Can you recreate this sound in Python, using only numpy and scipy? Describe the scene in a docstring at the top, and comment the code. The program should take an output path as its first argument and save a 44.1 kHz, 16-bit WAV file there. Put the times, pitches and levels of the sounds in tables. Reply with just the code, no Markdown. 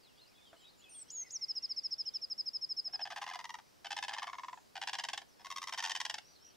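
"""Outdoors, near trees and walls, two blue cranes croak in overlapping runs that swell, hurry and fade.
Each croak is up to three bursts of about five sharp syrinx pulses ringing in the windpipe.
Before them a small songbird whistles three falling notes and trills, in nearly pure gliding tones.
Farther birds sing among the trees, something knocks once on wood, and the air rushes faintly."""
import sys
import numpy as np
from scipy import signal
from scipy.fft import rfft, irfft, next_fast_len
from scipy.io import wavfile
from scipy.ndimage import uniform_filter1d, map_coordinates

SR = 44100
rng = np.random.default_rng(int(sys.argv[2]) if len(sys.argv) > 2 else 0)


def log_audio(samples):
    """Write samples as a 16-bit WAV file to the path given in sys.argv[1]."""
    # one column per channel
    frames = np.atleast_2d(samples).T
    # limit to full scale, then quantise
    limited = np.clip(frames, -1, 1)
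    pcm = np.round(limited * 32767).astype(np.int16)
    wavfile.write(sys.argv[1], SR, pcm)


N = 289296

# Levels in the tables are relative, ahead of the mix.
# tone of the air bed: freq_hz, level_db
AIR_SPECTRUM = [(25, -7), (70, -2), (380, 0.5), (800, -2.5), (1500, -6.5), (3300, -8.5), (5100, -5),
                (6500, -11.5), (10000, -15), (15000, -18)]
# stereo image of the air bed: freq_hz, left_right_correlation
AIR_LIKENESS = [(200, -0.7), (500, -0.48), (1500, -0.25), (5000, 0.76), (12000, 0.056)]
# tails from the trees, the nearby walls and the ground at the birds' feet: freq_hz, t60_s
TREE_DECAY = [(500, 1), (4000, 0.27), (10000, 0.64)]
WALL_DECAY = [(500, 0.2), (2000, 0.15), (10000, 0.16)]
GROUND_DECAY = [(800, 0.036), (3000, .025), (8000, 0.0093)]
# distant birds' slurs: start_s, length_s, start_hz, middle_hz, end_hz, level_db
FAR_SLURS = [ (0, .1, 5400, 4190, 3000, -60), (.18, 0.08, 3300, 4280, 3950, -57.5),
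             (.245, 0.057, 3900, 4910, 5500, -64), (.17, .12, 2850, 2800, 2850, -71),
             (0.349, .16, 3400, 3570, 2900, -61), (.465, 0.033, 4500, 4770, 4550, -69),
             (.5, .05, 2650, 3300, 3900, -71), (0.562, .14, 3000, 3090, 3900, -61),
             (.62, 0.092, 3950, 3810, 4400, -59.5), (0.667, .04, 4500, 4850, 4500, -67),
             (0.358, 0.28, 7250, 7150, 7050, -80), (0.551, 0.1, 8500, 7470, 6800, -73),
             (.77, 0.065, 7250, 7070, 6500, -65.5), (0.779, 0.19, 2735, 2600, 2760, -66.5),
             (0.799, 0.071, 2700, 3520, 2900, -62.5), (0.923, 0.072, 2700, 3480, 2870, -65.5),
             (1.204, 0.09, 2030, 2100, 2030, -61), (1.359, .14, 2080, 2160, 2070, -65.5),
             (1.598, 0.31, 2100, 2130, 2030, -72), (1.062, 0.065, 2900, 3340, 2790, -67),
             (2.02, .1, 2400, 3100, 3250, -67), (2.12, 0.072, 3900, 3100, 2390, -65.5),
             (3.476, 0.091, 5750, 5745, 5760, -64), (3.558, 0.26, 5761, 5780, 5700, -74.5),
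             (5.28, 0.066, 6200, 5700, 4900, -68), (5.377, 0.049, 5500, 5320, 5000, -62.5),
             (6.214, 0.13, 5400, 5840, 5800, -62.5), (6.343, 0.035, 5100, 4400, 3860, -62.5),
             (6.408, 0.097, 5250, 5890, 5550, -57), (6.502, .035, 4800, 4500, 4400, -68),
             (6.535, .028, 3000, 3650, 4300, -68)]
# ring of the knocked wood: freq_hz, level_db, t60_s
WOOD_MODES = [(673, -53.5, 0.088), (1430, -48, 0.0051)]
# the songbird's opening whistles: start_s, length_s, scoop_hz, top_hz, middle_hz, end_hz, level_db
OPENING_NOTES = [(0.907, 0.12, 8700, 8950, 8650, 8000, -46.5), (1.119, 0.11, 5050, 7020, 6580, 6390, -38),
                 (1.322, 0.047, 4870, 6970, 6580, 5310, -36.5)]
# upward flicks that launch the louder whistles: start_s, level_db
FLICK_CUES = [(1.098, -41), (1.302, -43.5)]
# contour of one flick: offset_s, pitch_hz, level_db
FLICK_SHAPE = [(0, 3830, -21), (.007, 6470, 1.5), (.014, 7800, -19), (.023, 8200, -16)]
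# the trill's syllables, slowing a little: start_s, length_s, level_db
TRILL_CUES = [(1.4098, 0.038, -32), (1.4815, 0.036, -31), (1.5508, 0.037, -31), (1.6233, 0.035, -31.5),
              (1.691, 0.035, -32), (1.7622, 0.034, -31.3), (1.8337, 0.0349, -30.5), (1.9077, 0.035, -31.1),
              (1.981, 0.037, -31), (2.0546, 0.038, -32.5), (2.1365, 0.034, -31), (2.2145, 0.036, -33.5),
              (2.2993, 0.0328, -31.5), (2.378, 0.035, -30.5), (2.4568, 0.0349, -31.5), (2.5328, 0.038, -31),
              (2.612, 0.039, -31.5), (2.6908, 0.037, -31), (2.7655, 0.038, -30), (2.8436, 0.038, -32),
              (2.926, 0.035, -31.5), (3.0076, 0.036, -32.5)]
# contour of one syllable: length_share, pitch_fall_share, level_db
SYLLABLE_SHAPE = [(0, .08, -19), (0.098, .17, -15), (0.252, 0.4, -9), (0.452, 0.652, -4),
                  (0.651, 0.78, -1.6), (.8, 0.908, -1.1), (0.903, 1.042, -0.7), (1, 1.2, -5),
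                  (1.083, 1.45, -19.5), (1.204, 2.3, -24.5)]
# resonances of each crane's windpipe and bill: freq_hz, gain_db
LOW_WINDPIPE = [(350, -62), (540, -10), (680, 2), (880, 2.5), (1080, 0), (1330, -6), (1750, 3.5),
                (2350, -6.5), (3100, 3), (4250, -9.5), (5000, -2.5), (7000, -15), (9500, -24.5),
                (11000, -31.5), (15500, -43.5)]
HIGH_WINDPIPE = [(400, -56.5), (620, -5), (820, -1.5), (1050, 3), (1220, 1.5), (1480, -6), (1950, -1),
                 (2450, -9), (3400, -5), (4300, -12), (5500, -6.5), (6700, -14), (7500, -22), (10000, -26),
                 (15500, -39)]
# brightness as each bill opens and turns: time_s, tilt_db_per_octave
LOW_BILL_TILT = [(3, -2), (3.2, -1.5), (3.9, 2), (4.2, 1), (4.76, 0.6), (5.1, 3), (5.8, 3)]
HIGH_BILL_TILT = [(3.5, 0.4), (4.2, -3.5), (4.55, -4.5), (5.5, 3), (5.85, 2)]
# each crane's runs: start_s, croak_count, first_gap_s, third_gap_s, last_gap_s,
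# first_db, full_db, last_db, swell_croaks, top_pulse_hz, air_spent_share
LOW_CROAK_RUNS = [ (2.879, 11, 0.0575, .0595, 0.0415, -63, -42, -54, 1.1, 881, 0.89),
                  (3.8485, 9, 0.06, 0.06, 0.041, -43.5, -38.5, -45.5, 0.44, 935, 1.07),
                  (4.7573, 10, .06, .0575, .0405, -43.5, -36, -51.5, 0.99, 996, 1.12),
                  (5.726, 10, .058, 0.057, .041, -43.5, -36, -41.5, 0.73, 1003, 1.03)]
HIGH_CROAK_RUNS = [ (3.105, 10, 0.058, .059, .046, -46, -43, -49.5, 0.5, 1082, .8),
                   (4.1115, 10, .055, .0564, .0448, -44.5, -41, -50, .75, 1110, .95),
                   (5.397, 10, .052, .0586, .047, -59.5, -41, -41, 0.97, 1140, .75)]
# the pulse rate arches over every run: run_share, top_rate_share
PULSE_ARCH = [(0, 0.757), (.12, 0.912), (.3, 1), (.55, .97), (.85, 0.932), (1, 0.755)]
# croaks lose their later bursts as the air runs out: air_spent_share, second_burst_db, third_burst_db
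BURST_FADE = [(0, -0.5, 0), (.35, -2, -1), (0.448, -1.5, -4), (.57, -0.5, -22), (.8, -7.5, -36),
              (1, -12, -40)]
# the cranes' stereo balance: freq_hz, left_minus_right_db
CRANE_BALANCE = [(700, 1.5), (1400, 1), (2800, -1.7), (5000, 1)]
# the cranes' stereo phase: freq_hz, left_lead_rad
CRANE_LEFT_LEAD = [(800, -0.25), (3000, 0.53), (5000, 0.9), (8000, 1)]


def amp(db):
    """Decibels to gain."""
    return 10 ** (np.asarray(db) / 20)


def rms(z):
    """Rms magnitude of a signal or spectrum."""
    return np.sqrt(np.mean(np.abs(z) ** 2) + 1e-20)


def along(points, hz):
    """Reads a curve of (Hz, value) points on a log frequency axis."""
    freqs, values = np.transpose(points)
    return np.interp(np.log(hz + 1), np.log(freqs + 1), values)


def add(track, start_s, sound):
    """Mixes a sound into a track from start_s on."""
    start = max(round(start_s * SR), 0)
    part = track[start:start + len(sound)]
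    part += sound[:len(part)]


def wobble(rate_hz, size):
    """A smooth random curve with rate_hz knots a second."""
    knots = rng.standard_normal(int(size * rate_hz / SR) + 4)
    return map_coordinates(knots, [np.arange(size) * rate_hz / SR])


def filtered(x, response):
    """Equalises x with a response given as a function of frequency."""
    size = next_fast_len(N + SR // 2)
    return irfft(rfft(x, size) * response(np.fft.rfftfreq(size, 1 / SR)), size)[..., :N]


def causal(gain):
    """The minimum-phase response with this gain: it rings only after it is struck."""
    cepstrum = irfft(np.log(np.maximum(gain, 1e-6)))
    half = len(cepstrum) // 2
    return np.exp(rfft(np.r_[cepstrum[0], 2 * cepstrum[1:half], np.zeros(half)]))


def echoes(x, decay, delay_s, paths=5, size=SR // 2):
    """Stereo reverb with a decay per frequency; crossfaded random tails keep it smooth and uncoloured."""
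    out = np.zeros((2, N))
    knots = np.linspace(0, N, paths)
    spacing = knots[1]
    for knot in knots:
        hz, t, noise = signal.stft(rng.standard_normal((2, size)), SR, nperseg=256)
        tails = signal.istft(noise * amp(-60 * t / along(decay, hz)[:, None]), SR, nperseg=256)[1]
        span = np.arange(max(int(knot - spacing), 0), min(int(knot + spacing), N))
        send = x[span] * np.cos(np.pi / 2 * (span - knot) / spacing)
        for side, tail in zip(out, tails):
            add(side, span[0] / SR + delay_s, signal.fftconvolve(send, tail / np.linalg.norm(tail)))
    return out


def whistle(points, waver, flutter_db, overtone_db, waver_rate_hz=350):
    """A nearly pure tone gliding through (time_s, pitch_hz, level_db) points."""
    times, hz, db = np.transpose(points)
    t = np.arange(times[0], max(times[-1], times[0] + .005), 1 / SR)
    glide = uniform_filter1d(np.interp(t, times, hz), size=130)
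    pitch = glide * (1 + waver * wobble(waver_rate_hz, len(t)))
    phase = 2 * np.pi * np.cumsum(pitch) / SR
    level = amp(np.interp(t, times, db) + flutter_db * wobble(160, len(t)))
    fades = np.clip(np.minimum(t - t[0], t[-1] - t) / .001, 0, 1)
    return level * fades * (np.sin(phase) + amp(overtone_db) * np.sin(2 * phase))


def air(level_db=-69.0, drift_db=0.26):
    """A faint bed of outdoor rush, wide in the bass."""
    def mid_side_tone(hz):
        width = np.tan(np.arccos(np.clip(along(AIR_LIKENESS, hz), -1, 1)) / 2)
        return amp(along(AIR_SPECTRUM, hz)) * np.array([np.ones_like(hz), width])

    mid, side = filtered(rng.standard_normal((2, N)), mid_side_tone)
    level = amp(level_db + drift_db * wobble(3.07, N))
    return level * np.array([mid + side, mid - side]) / np.std(mid)


def warblers(start_s, span_s, count, level_db, fade_db, low_hz, high_hz):
    """A loose, far-off chorus of short arched chirps that sinks by fade_db over its span."""
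    out = np.zeros(N)
    for k, (when, height, bend, length) in enumerate(rng.random((count, 4))):
        progress = (k + when) / count
        times = start_s + span_s * progress + (0.051 + 0.057 * length) * np.array([0, .5, 1])
        hz = low_hz * (high_hz / low_hz) ** height * np.array([.85 + 0.27 * bend, 1, .85])
        db = level_db - fade_db * progress - np.array([8, 0, 8])
        add(out, times[0], whistle(np.c_[times, hz, db], waver=0.026, flutter_db=2.5, overtone_db=-37.5))
    return out


def deep_wood_birds():
    """Birds so far away that only their echo among the trees arrives."""
    steady = warblers(0, span_s=6.3, count=48, level_db=-73.5, fade_db=0, low_hz=4260, high_hz=5630)
    thin = warblers(4.18, span_s=.36, count=12, level_db=-69.5, fade_db=2, low_hz=4560, high_hz=7800)
    late = warblers(6.13, span_s=.33, count=10, level_db=-67, fade_db=2.5, low_hz=2850, high_hz=5360)
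    mid, side = echoes(steady + thin + late, TREE_DECAY, delay_s=.01)
    return mid + np.array([[1], [-1]]) * amp(-11) * side  # mostly from straight ahead


def far_birds(swell_db=9, waver_hz=69.3):
    """Faint slurred notes from among the trees, and a run of soft down-slurs that sinks in pitch."""
    notes = [[(s, start_hz, db - swell_db), (s + length / 2, middle_hz, db),
              (s + length, end_hz, db - swell_db)]
             for s, length, start_hz, middle_hz, end_hz, db in FAR_SLURS]
    sinking_run = [[(s, hz, -67), (s + 0.0089, .96 * hz, -61), (s + 0.045, 0.85 * hz, -65)]
                   for s, hz in zip(np.linspace(.895, 1.9, 12), 4700 + 1700 * 0.85 ** np.arange(12))]
    out = np.zeros(N)
    for note in notes + sinking_run:
        start_s, middle_hz = note[0][0], note[1][1]
        tone = whistle(note, waver_hz / middle_hz, flutter_db=3.0, overtone_db=-50, waver_rate_hz=170)
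        add(out, start_s, tone)
    return out


def knock(start_s=.5305, thud_db=-59, thud_t60_s=0.14):
    """One light, dull knock on wood: two brief modes over a low, noisy thud."""
    out, t = np.zeros(N), np.arange(SR // 5) / SR
    ring = sum(amp(db - 60 * t / t60) * np.sin(2 * np.pi * hz * t) for hz, db, t60 in WOOD_MODES)
    band = signal.butter(2, [WOOD_MODES[0][0] / 2, WOOD_MODES[1][0]], "band", fs=SR, output="sos")
    thud = signal.sosfilt(band, rng.standard_normal(len(t)))
    add(out, start_s, ring + amp(thud_db - 60 * t / thud_t60_s) * thud / rms(thud))
    return out


def songbird_notes(scoop_s=.015, drop_s=.011, drop_ratio=0.91):
    """Three whistles that scoop up, swell as they slide down and drop off; flicks launch the last two."""
    out = np.zeros(N)
    for s, length, scoop_hz, top_hz, middle_hz, end_hz, db in OPENING_NOTES:
        note = [(s - scoop_s, scoop_hz, db - 12), (s, top_hz, db - 11),
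                (s + length / 2, middle_hz, db - 2), (s + length, end_hz, db),
                (s + length + drop_s, drop_ratio * end_hz, db - 15)]
        add(out, s - scoop_s, whistle(note, waver=0.0026, flutter_db=1.5, overtone_db=-46))
    for s, db in FLICK_CUES:
        flick = np.array(FLICK_SHAPE) + [s, 0, db]
        add(out, s, whistle(flick, waver=0.0038, flutter_db=0.5, overtone_db=-42))
    return out


def songbird_trill(first_hz=5820, last_hz=5580, fall_to_hz=5050, bend_hz=36):
    """One down-slurred syllable repeated, its starting pitch easing down through the trill."""
    out = np.zeros(N)
    share, fall, shape_db = np.transpose(SYLLABLE_SHAPE)
    for (s, length, db), top_hz in zip(TRILL_CUES, np.linspace(first_hz, last_hz, len(TRILL_CUES))):
        bend = bend_hz * rng.standard_normal(len(share))  # no two syllables bend alike
        note = np.c_[s + length * share, top_hz + (fall_to_hz - top_hz) * fall + bend, db + shape_db]
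        add(out, s, whistle(note, waver=0.0045, flutter_db=0.6, overtone_db=-47.5))
    return out


def croaks(runs, fade_croaks=0.58):
    """Runs swell, arch in pitch, hurry and fade; yields (start_s, bursts_db, pulse_hz) per croak."""
    share, second_db, third_db = np.transpose(BURST_FADE)
    for start_s, count, *gaps_s, first_db, full_db, last_db, swell_croaks, top_hz, air_spent in runs:
        k = np.arange(round(count))
        gaps = np.interp(k[:-1], [0, 2, k[-2]], gaps_s)
        times = start_s + np.r_[0, np.cumsum(gaps)]
        swell_db = (first_db - full_db) * np.exp(-k / swell_croaks)
        fade_db = (last_db - full_db) * np.exp(-k[::-1] / fade_croaks)
        db = full_db + swell_db + fade_db
        progress = k / k[-1]
        spent = progress * air_spent
        bursts_db = np.c_[db, db + np.interp(spent, share, second_db),
                          db + np.interp(spent, share, third_db)]
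        yield from zip(times, bursts_db, top_hz * np.interp(progress, *np.transpose(PULSE_ARCH)))


def crane(runs, bill, windpipe, usual_db, rest_hz, relax, burst_gap_s, rise_s, fall_s,
          jitter_cycles, scatter_db, rasp, sag, stretch, bite=0.17, usual_pulse_hz=920):
    """The syrinx opens in short bursts; in each it slaps shut a few times and rings the windpipe."""
    size, lead_s = 4096, .01
    uneven_db, uneven_rate, uneven_pipe = 0.92, 0.016, 0.0096  # no two bursts are alike
    out, t, hz = np.zeros(N), np.arange(size) / SR - lead_s, np.fft.rfftfreq(size, 1 / SR)
    body = (hz > 600) & (hz < 3900)  # this band sets a burst's level
    slaps = np.arange(-4, 5)
    octaves = np.log2(np.clip(hz / 1000, 1, 8))
    swell = lambda dt: np.exp(-np.abs(dt / np.where(dt < 0, rise_s, fall_s)) ** 3)
    for start_s, bursts_db, pulse_hz in croaks(runs):
        for k, db in enumerate(bursts_db + uneven_db * rng.standard_normal(len(bursts_db))):
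            # a wider bill lets out more treble, and a harder burst slaps more sharply
            tilt = np.interp(start_s, *np.transpose(bill)) + bite * (db - usual_db)
            # the windpipe's resonances rise with effort
            shift = (pulse_hz / usual_pulse_hz) ** stretch * (1 + uneven_pipe * rng.standard_normal())
            pipe = causal(amp(along(windpipe, hz / shift) + tilt * octaves))
            # after the first burst the pulse rate relaxes towards rest
            rate_hz = pulse_hz + relax * (rest_hz - pulse_hz) * (k > 0)
            rate_hz *= 1 + uneven_rate * rng.standard_normal()
            cycles = slaps + rng.uniform(-0.479, 0.483) + jitter_cycles * rng.standard_normal(len(slaps))
            # the slaps slow down as the burst's pressure is spent
            slap_s = (cycles + sag * cycles ** 2) / rate_hz
            force = swell(slap_s) * amp(scatter_db * rng.standard_normal(len(slaps)))
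            pulses = force @ np.exp(-2j * np.pi * np.outer(slap_s + lead_s + k * burst_gap_s, hz))
            hiss = rfft(swell(t - k * burst_gap_s) * rng.standard_normal(size))
            burst = pipe * (pulses / rms(pulses) + rasp * hiss / rms(hiss))
            add(out, start_s - lead_s, amp(db) * irfft(burst) / rms(burst[body]))
    return out


def crane_position(hz):
    """Small left-right offsets of level and phase place the cranes nearly straight ahead."""
    sides = np.array([[.5], [-.5]])
    return amp(sides * along(CRANE_BALANCE, hz)) * np.exp(1j * sides * along(CRANE_LEFT_LEAD, hz))


def scene():
    """Cranes up front, the songbird behind them, other birds far off, one knock and a bed of air."""
    low = crane(LOW_CROAK_RUNS, LOW_BILL_TILT, LOW_WINDPIPE, usual_db=-34.5, rest_hz=808, relax=0.55,
                burst_gap_s=.0102, rise_s=0.0028, fall_s=0.0031,
                jitter_cycles=0.057, scatter_db=2.1, rasp=0.33, sag=0.023, stretch=.08)
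    high = crane(HIGH_CROAK_RUNS, HIGH_BILL_TILT, HIGH_WINDPIPE, usual_db=-39.0, rest_hz=737, relax=0.22,
                 burst_gap_s=.0101, rise_s=0.0024, fall_s=0.0029,
                 jitter_cycles=0.059, scatter_db=1.0, rasp=0.14, sag=0.014, stretch=0.023)
    cranes = amp(31.5) * (low + high)
    song = songbird_notes() + songbird_trill()
    far = far_birds()
    far += warblers(0, span_s=2.2, count=44, level_db=-73.5, fade_db=3, low_hz=2406, high_hz=4600)
    # the ground's scatter comes from the same direction as the birds
    cranes += amp(-6.0) * echoes(cranes, GROUND_DECAY, delay_s=0.001518, paths=48, size=2048)[0]
    foreground = (filtered(cranes, crane_position)
                  + amp(-11.0) * echoes(cranes, WALL_DECAY, delay_s=.003, paths=16, size=6144)
                  + amp(-31.0) * echoes(cranes, TREE_DECAY, delay_s=0.028))
    midground = (song + amp(-20.5) * echoes(song, TREE_DECAY, delay_s=0.0077)
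                 + amp(-29.0) * echoes(song, WALL_DECAY, delay_s=0.0022, paths=16, size=6144))
    background = (amp(-1.5) * far + amp(-6.5) * echoes(far, TREE_DECAY, delay_s=.006)
                  + amp(-6.5) * echoes(far, GROUND_DECAY, delay_s=.002, paths=24, size=2048)[0]
                  + deep_wood_birds())
    return foreground + midground + background + knock() + air()


def record(dry):
    """A brick-wall low-pass at 15.7 kHz trims the very top."""
    return filtered(dry, lambda hz: hz < 15700)


dry = scene()
out = record(dry)
log_audio(out)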